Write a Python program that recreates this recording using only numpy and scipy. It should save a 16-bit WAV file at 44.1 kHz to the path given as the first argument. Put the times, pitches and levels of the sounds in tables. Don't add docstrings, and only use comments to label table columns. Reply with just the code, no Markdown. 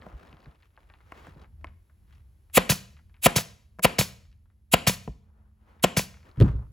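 import sys
import numpy as np
from scipy import signal
from scipy.fft import rfft, irfft
from scipy.io import wavfile
from scipy.ndimage import uniform_filter1d

SR = 44100
rng = np.random.default_rng(int(sys.argv[2]) if len(sys.argv) > 2 else 0)


def dump(signal):
    limited = np.clip(np.atleast_2d(signal).T, -1, 1)
    pcm = np.round(limited * 32767).astype(np.int16)
    wavfile.write(sys.argv[1], SR, pcm)


N = 296352
T = np.arange(N) / SR
HZ = np.maximum(np.arange(N // 2 + 1) * SR / N, 1)

# (drive stroke start [s], air rush length [s], rush level [dB], blow level [dB], landing hardness [dB])
SHOTS = [(2.571, 0.055, -16.5, -2.5, 0), (3.2583, 0.055, -16, -3, 0.5), (3.8445, 0.025, -18.5, -4, 1.5),
         (4.7346, 0.023, -20, -4.5, 4), (5.8373, .013, -23.5, -6.5, 5)]
# (time [s], knock level [dB], exhaust level [dB])
RELEASES = [(2.693, -12.5, -13), (3.3571, -15.5, -15), (3.9846, -12, -13), (4.868, -11.5, -12.5),
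            (5.9664, -12.5, -15)]
# (delay [ms], level into tool [dB], level into seat [dB], push [ms])
DRIVE_CONTACTS = [(.9, -3.5, -16, 0.41), (1.6, -16.5, 1.5, .6), (4.3, -3.5, -6, 1.1), (5.8, -10, 0.5, 0.27),
                  (7.4, -7, 3.5, 0.38), (8.9, -16, 0, 1.3)]
# (delay [ms], level into tool [dB], level into seat [dB], push [ms])
RETURN_CONTACTS = [(1.02, -2.5, -12, 0.99), (2.87, -8.5, 3.5, 0.88), (26.12, -2, -7.5, 0.18),
                   (27.72, -9, -1, 0.93)]
# (frequency [Hz], level [dB], t60 [s])
TOOL_MODES = [(1860, 0, 0.0091), (2380, 5, 0.01), (2920, 1.5, 0.01), (3270, 1.5, 0.0035),
              (5142, -14.5, 0.0059), (6800, -13.5, 0.0084), (7650, -10.5, 0.027)]
# (frequency [Hz], level [dB], t60 [s])
HOUSING_MODES = [(126, 0, 0.09)]
# (frequency [Hz], level [dB], t60 [s])
SEAT_MODES = [(186.4, -5, 0.081), (510, -1, 0.012), (730, -2.5, 0.02), (993, -7, 0.03), (1380, -5.5, 0.013)]
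# (frequency [Hz], level [dB], t60 [s])
PAN_MODES = [(311, -3.5, 0.031), (643, -3, 0.023), (1045, 4, 0.02), (1340, -5.5, 0.033), (1520, -15, .02),
             (2180, -3.5, 0.021), (2820, -7, 0.011)]
# (frequency [Hz], level [dB], t60 [s])
BENCH_MODES = [(58.7, -3.5, 0.15), (79.4, -13, 0.16), (138, 2.5, 0.069), (168, -1.5, 0.066),
               (237, -1, 0.024), (320.4, -10, 0.08), (367.5, -5.5, 0.029), (558, -8.5, 0.051),
               (940, -18, .04)]
# (frequency [Hz], level per Hz [dB])
RUSH_SPECTRUM = [(300, -16.5), (1700, -13.5), (2500, -2), (5700, -12), (7500, -2.5), (10900, 1),
                 (15600, -5), (16200, -23)]
# (frequency [Hz], level per Hz [dB])
EXHAUST_SPECTRUM = [(300, -9.5), (1000, -1), (2500, 0.5), (5000, 2), (8000, -0.5), (11000, 0.5),
                    (15600, -5), (16200, -22)]
# (frequency [Hz], level per Hz [dB])
RATTLE_SPECTRUM = [(60, -14), (130, -5), (250, -0.5), (600, 1), (1200, -2.5), (2500, -2.5), (4000, -11.5),
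                   (8000, -27.5), (16000, -34)]
# (time [s], knock level [dB], click level [dB], click centre [Hz], push [ms])
TAPS = [(0.065, -29.5, -49, 900, 0.41), (1.269, -37, -42, 1520, 0.3), (3.787, -34.5, -49, 1320, 0.15),
        (3.793, -26.5, -31.5, 1350, 0.14), (5.076, -21.5, -42, 1930, 0.88), (6.372, -41.5, -52, 2050, 1),
        (6.401, -28.5, -28, 2300, 0.83), (6.411, -21.5, -26, 2270, 1), (6.423, -20.5, -27, 2485, 0.78),
        (6.591, -44, -55, 1300, 0.36)]
# (time [s], level [dB], push [ms])
PAN_KNOCKS = [(1.121, -28, 0.21), (1.644, -25.5, 0.1)]
# (time [s], level [dB], push [ms])
THUMPS = [(0.129, -30.5, 12), (.328, -43, 1.6), (0.467, -38, 3.8), (1.277, -40, 0.53), (1.361, -41.5, 0.67),
          (5.08, -26, 3.8), (5.151, -46.5, 3.7), (6.376, -18.5, 4.5), (6.402, -7, 1.8), (6.412, 2.5, 1.63),
          (6.422, -9, 2), (6.455, -15, 4), (6.484, -17, 5.9), (6.535, -16, 11), (6.566, -22.5, 11)]
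# (time [s], peak level [dB], centre frequency [Hz])
CRACKLES = [(0.021, -41, 1030), (0.117, -48.5, 790), (0.2798, -58, 980), (.328, -45.5, 1300),
            (0.369, -46, 1010), (0.458, -44, 1100), (0.5194, -56, 970), (0.6304, -50.5, 1480),
            (0.7754, -44, 905), (0.9, -42.5, 1110), (.9383, -44, 1300), (1.005, -49.5, 1180),
            (1.1614, -64, 1600), (1.4168, -48, 2480), (1.444, -47.5, 1120), (1.67, -43, 1350),
            (1.8975, -56, 1040), (2.1255, -53, 2260), (2.15, -59.5, 3322), (2.499, -54, 1260),
            (2.9672, -48, 1590), (2.99, -49.5, 1217), (3.0963, -57, 1330), (3.1423, -49, 1500),
            (3.166, -54, 1420), (4.2526, -59, 1816), (4.316, -60, 2460), (4.3275, -56.5, 1774),
            (4.457, -61.5, 1050), (4.5013, -59, 1130), (5.7965, -50.5, 1180), (6.1416, -44, 1400),
            (6.1705, -49, 1350), (6.205, -54, 1400), (6.2294, -50, 1400), (6.267, -57, 1290),
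            (6.5617, -55, 2600)]
# (time [s], peak level [dB])
TICKS = [(0.0157, -48.5), (0.1894, -66), (0.225, -59), (0.2604, -59), (0.2788, -56), (0.294, -54),
         (0.3064, -60), (0.3277, -51), (0.3691, -58), (0.404, -54), (0.4189, -56), (0.4449, -51),
         (0.4585, -50), (0.5134, -56), (0.5564, -60), (0.6238, -53), (0.766, -54.5), (0.9744, -67),
         (1.345, -61), (1.3758, -68), (1.397, -54), (6.2964, -66), (6.314, -52)]
# (full pressure from [s], held [s], level [dB],
# relative treble level [dB], relative scrape level [dB], grip [0-1])
SLIDES = [(0, 0.12, -53, -1.5, -6.5, 0.5), (0.199, 0.3, -58, -1, -15, 0.5),
          (0.631, 0.014, -75, 11, -18, 0.7), (.78, 0.19, -72, 4, -8, 0.9), (1.08, 0.03, -71, 13.5, 2, 0.2),
          (1.182, 0.1, -52.5, 5.5, -4.5, 0.2), (1.391, 0.031, -59, -7, -12, 0.9),
          (1.66, .02, -63, -2, -39, 1), (2.13, 0.037, -77.5, 15, 1, 0.6), (5.269, .2, -73, -5.5, -4, 0.3),
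          (5.69, 0.075, -61, 2, -3.5, 0), (6.252, 0.036, -61.5, 2.5, -10, 0.5),
          (6.457, 0.038, -45, -2.5, -1.5, 0.4), (6.601, 0.02, -59, -19, -4.5, 0.4)]
# (frequency [Hz], level per Hz [dB])
RUB_SPECTRUM = [(100, -28), (160, -2.5), (400, -5), (1280, -10.5), (2500, -19), (4600, -29.5), (6500, -35),
                (14000, -39.5)]
# (frequency [Hz], level per Hz [dB])
WHITE_SPECTRUM = [(20, 0), (20000, 0)]
# (frequency [Hz], t60 [s])
ROOM_T60 = [(60, 1), (200, 0.5), (600, .45), (1500, 0.49), (4000, 0.47), (8000, 0.41), (11000, 0.27),
            (15000, 0.16)]
# (frequency [Hz], level per Hz [dB])
RUMBLE_SPECTRUM = [(15, -38), (25, -15.5), (38, -2), (81, 2), (99, -6), (125, -13.5), (182, -21.5),
                   (214, -22.5), (300, -38), (450, -69)]
# (time [s], level [dB])
RUMBLE_LEVEL = [(0, -54), (.7, -60.5), (1.5, -50), (1.9, -53.5), (2.1, -50), (2.45, -56), (3, -51.5),
                (3.7, -54), (5.5, -56.5), (6.3, -54.5), (6.72, -66)]
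# (time [s], level [dB])
HUM_LEVEL = [(0, -99), (2.5, -79), (4.5, -79), (5.3, -69.5), (6.72, -72.5)]
# (frequency [Hz], level per Hz [dB])
HISS_SPECTRUM = [(200, -22), (300, 1), (450, -6.5), (2000, -16.5), (7000, -25), (9000, -21.5), (11000, -15),
                 (13000, -22.5), (16500, -26.5)]
# (time [s], level [dB])
HISS_COURSE = [(0, -4), (2.5, 0), (4.3, -5), (5.15, -9), (6.72, 0)]
# (frequency [Hz], correlation [-])
LIKENESS = [(60, .99), (290, .85), (640, .5), (1410, .2), (3100, .85), (6800, .9), (9000, .97)]
# (frequency [Hz], left minus right [dB])
CHANNEL_LEVEL = [(200, 0), (700, 1), (1290, 2.4), (2380, 3), (4400, .5), (8000, 0)]
# (frequency [Hz], left lead [rad])
CHANNEL_PHASE = [(60, .1), (250, .25), (1000, .6), (1720, .75), (3000, .5), (5500, .6), (7000, 0)]

VALVE_S = 0.02
RATTLE_DB, RATTLE_QUICK_T60_S, RATTLE_SLOW_T60_S = -15.5, 0.064, 0.35
PRESS_DB_PER_S, LIFT_DB_PER_S = 180, 223.5
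SCRAPE_HZ, SCRAPE_OCTAVES = 1050, 0.69
TICK_HZ = 3300
ROOM_DB, HISS_DB = -24, -74
HUM_HZ = 213
LEFT_LAG_S, LEFT_LAG_HZ = .000238, 7000
BOTTOM_HZ, TOP_HZ = 40, 16500


def undb(db):
    return 10 ** (np.asarray(db) / 20)


def along(table, hz=HZ):
    points, values = np.transpose(table)
    return np.interp(np.log(hz), np.log(points), values)


def course(table):
    return np.interp(T, *np.transpose(table))


def noise(spectrum):
    x = irfft(rfft(rng.standard_normal(N)) * undb(along(spectrum)), N)
    return x / x.std()


def diffuse(spectrum):
    alike = along(LIKENESS)
    mid = rfft(noise(spectrum)) * np.sqrt((1 + alike) / 2)
    side = rfft(noise(spectrum)) * np.sqrt((1 - alike) / 2)
    return irfft(np.array([mid + side, mid - side]), N)


def walk(rate):
    hold = int(SR / rate)
    steps = np.repeat(rng.standard_normal(N // hold + 1), hold)
    return 0.48 * uniform_filter1d(steps, hold)[:N]


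def ring(modes, push_ms):
    t = T[:int(SR * max(t60 for _, _, t60 in modes)) + 64]
    body = np.zeros(len(t))
    for k, (hz, db, t60) in enumerate(modes):
        level_db = db + 1.5 * rng.standard_normal()
        mode_hz = hz * (1 + .012 * rng.standard_normal())
        decay = undb(level_db - 60 * t / max(t60, .002))
        body += (-1) ** k * decay * np.sin(2 * np.pi * mode_hz * t)
    phase = np.clip((np.arange(400) + .5) / max(push_ms * SR / 1000, 1), 0, 1)
    body = signal.fftconvolve(body, np.sin(np.pi * phase))
    return body / np.abs(body).max()


def crack(hz, octaves, t60):
    t = T[:int(SR * t60)]
    edges = [hz * 2 ** -octaves, min(hz * 2 ** octaves, .45 * SR)]
    band = signal.butter(4, edges, "band", fs=SR, output="sos")
    burst = signal.sosfilt(band, rng.standard_normal(len(t)) * undb(-60 * t / t60))
    return burst / np.abs(burst).max()


def add(track, s, sound):
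    i = int(s * SR)
    track[..., i:i + sound.shape[-1]] += sound[..., :N - i]


def stroke(start_s, contacts, db, landing_db=0):
    out = np.zeros(N)
    tool = []
    for hz, mode_db, t60 in TOOL_MODES:
        tilt_db = 5.8 * landing_db * np.log2(min(hz, 3400) / 2600)
        tool.append((hz, mode_db + tilt_db, t60))
    for k, (delay_ms, tool_db, seat_db, push_ms) in enumerate(contacts):
        s = start_s + delay_ms / 1000
        metal_db = db + tool_db + (landing_db if k else -landing_db)
        add(out, s, undb(metal_db) * ring(tool, .12))
        add(out, s, undb(metal_db - 5.0) * crack(1800, 1.9, 0.0089))
        add(out, s, undb(db + seat_db) * ring(SEAT_MODES, push_ms))
    return out


def air_rush(strike_s, rush_s, rush_db):
    opening = np.clip((T - strike_s + rush_s) / rush_s, 0, 1)
    flow = np.sin(np.pi / 2 * opening) ** (2 * rush_s / VALVE_S)
    fall_db = 51 * np.clip(T - strike_s, 0, .01) + 7400 * np.maximum(T - strike_s - .01, 0)
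    return undb(rush_db - fall_db) * flow


def exhaust_flow(release_s, air_db):
    late = T - release_s
    leak = np.exp(-((late - .0003) / 0.0011) ** 2)
    opening = np.clip((late - .004) / 0.00064, 0, 1)
    emptying = undb(-420 * np.abs(late)) + undb(-31.5 - 120 * np.abs(late))
    return undb(air_db) * (undb(-14.5) * leak + opening * emptying)


def stapler():
    blows, rush, exhaust = np.zeros(N), np.zeros(N), np.zeros(N)
    for s, rush_s, rush_db, blow_db, landing_db in SHOTS:
        blows += stroke(s, DRIVE_CONTACTS, blow_db, landing_db)
        rush += air_rush(s, rush_s, rush_db)
    for s, knock_db, air_db in RELEASES:
        blows += stroke(s, RETURN_CONTACTS, knock_db)
        exhaust += exhaust_flow(s, air_db)
        add(blows, s + 0.0051, undb(air_db - 0.5) * ring(HOUSING_MODES, 1.7))
    blows = signal.sosfilt(signal.butter(2, 52, "high", fs=SR, output="sos"), blows)
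    flutter = undb(2.5 * walk(60))
    return blows + rush * noise(RUSH_SPECTRUM) + exhaust * flutter * noise(EXHAUST_SPECTRUM)


def rattle():
    shake = np.zeros(N)
    for s, _, _, blow_db, _ in SHOTS:
        late = np.maximum(T - s - .006, 0)
        quick = undb(-60 * late / RATTLE_QUICK_T60_S)
        slow = undb(-12.0 - 60 * late / RATTLE_SLOW_T60_S)
        onset = np.clip(late / 0.00047, 0, 1)
        shake += undb(blow_db + RATTLE_DB) * onset * (quick + slow)
    return shake * undb(1.1 * walk(150)) * diffuse(RATTLE_SPECTRUM)


def taps():
    out = np.zeros(N)
    for s, knock_db, click_db, click_hz, push_ms in TAPS:
        add(out, s, undb(knock_db) * ring(SEAT_MODES, push_ms))
        add(out, s, undb(knock_db - 13) * crack(520, 0.51, .06))
        add(out, s, undb(click_db) * crack(click_hz, 0.78, 0.019))
        add(out, s, undb(click_db - 10.5) * crack(7000, 0.94, 0.017))
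    for s, db, push_ms in PAN_KNOCKS:
        add(out, s, undb(db) * ring(PAN_MODES, push_ms))
        add(out, s, undb(db - 8.0) * crack(1650, 0.76, 0.013))
        add(out, s, undb(db - 18.5) * crack(5200, 1.14, 0.0077))
        add(out, s, undb(db - 16.5) * crack(790, 0.86, 0.099))
    return out


def bench():
    out = np.zeros(N)
    for s, db, push_ms in THUMPS:
        add(out, s, undb(db) * ring(BENCH_MODES, push_ms))
        add(out, s, undb(db - 29.0 - 1.2 * push_ms) * crack(730, 0.99, .095))
        add(out, s, undb(db - 8 - 1.6 * push_ms) * crack(160, 0.9, .099))
    return out


def crackles():
    out = np.zeros(N)
    for s, db, hz in CRACKLES:
        add(out, s, undb(db) * crack(hz, 0.99, 0.0021))
        add(out, s, undb(db - 8.5) * crack(2 * hz, 0.73, 0.01))
        add(out, s, undb(db - 6.5) * crack(hz, 0.87, .09))
    for s, db in TICKS:
        add(out, s, undb(db) * crack(TICK_HZ, 0.52, 0.007))
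    return out


def pressure():
    gains = []
    for s, held_s, db, *_ in SLIDES:
        swell_db = PRESS_DB_PER_S * np.maximum(s - T, 0)
        lift_db = LIFT_DB_PER_S * np.maximum(T - s - held_s, 0)
        gains.append(undb(db - swell_db - lift_db))
    return np.array(gains)


def stick_slip(grip):
    slips = (rng.random(N) < 90 / SR) * undb(np.minimum(4 * rng.exponential(size=N), 10))
    grains = signal.lfilter([1], [1, -np.exp(-1 / (0.0029 * SR))], slips)
    grain = .5 + grip * grains
    return grain / np.sqrt(np.mean(grain ** 2))


def slides():
    gain = pressure()
    _, _, _, treble_db, scrape_db, grip = np.transpose(SLIDES)
    level = gain.sum(axis=0)
    grain = stick_slip(grip @ gain / level)
    rub = diffuse(RUB_SPECTRUM)
    low = signal.sosfiltfilt(signal.butter(2, 1500, fs=SR, output="sos"), rub)
    resonance = np.exp(-(np.log2(HZ / SCRAPE_HZ) / SCRAPE_OCTAVES) ** 2)
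    scrape = irfft(rfft(diffuse(WHITE_SPECTRUM)) * resonance, N)
    scrape = undb(scrape_db) @ gain * grain * scrape / scrape.std()
    body = level * np.sqrt(grain) * low
    treble = undb(treble_db) @ gain * grain * (rub - low)
    return undb(3.3 * walk(30)) * (scrape + body + treble)


def tail():
    white, out = rfft(diffuse(WHITE_SPECTRUM)), 0
    t = T[:SR]
    for hz in 40 * 2 ** np.arange(0, 9, .5):
        band = np.clip(1 - 2 * np.abs(np.log2(HZ / hz)), 0, 1)
        out = out + irfft(white * band, N)[:, :SR] * undb(-60 * t / along(ROOM_T60, hz))
    out = out * np.clip(t / 0.045, 0, 1)
    return out / np.sqrt(np.mean(np.sum(out ** 2, axis=1)))


def reverberation(near):
    return undb(ROOM_DB) * signal.fftconvolve(near[None], tail(), axes=1)[:, :N]


def rumble():
    return diffuse(RUMBLE_SPECTRUM) * undb(course(RUMBLE_LEVEL) + 6.7 * walk(5.1))


def hum():
    level = np.sqrt(2) * undb(course(HUM_LEVEL) + 5 * walk(0.66))
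    hz = HUM_HZ * (1 + 0.029 * walk(12))
    return level * np.sin(2 * np.pi * np.cumsum(hz) / SR)


def hiss():
    return undb(HISS_DB + course(HISS_COURSE)) * diffuse(HISS_SPECTRUM)


def scene():
    near = stapler() + taps() + bench() + crackles()
    return near + reverberation(near) + rattle() + slides() + rumble() + hum() + hiss()


def record(dry):
    lead = along(CHANNEL_PHASE) - 2 * np.pi * LEFT_LAG_S * np.maximum(HZ - LEFT_LAG_HZ, 0)
    half = undb(along(CHANNEL_LEVEL) / 2) * np.exp(.5j * lead)
    spectrum = rfft(dry * np.clip(T / 0.0028, 0, 1))
    channels = irfft(spectrum * np.array([half, 1 / half]), N)
    channels = np.tanh(0.82 * channels) / 0.89
    channels = signal.sosfilt(signal.butter(4, BOTTOM_HZ, "high", fs=SR, output="sos"), channels)
    return signal.sosfilt(signal.ellip(10, .2, 80, TOP_HZ, fs=SR, output="sos"), channels)


dry = scene()
out = record(dry)
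dump(out)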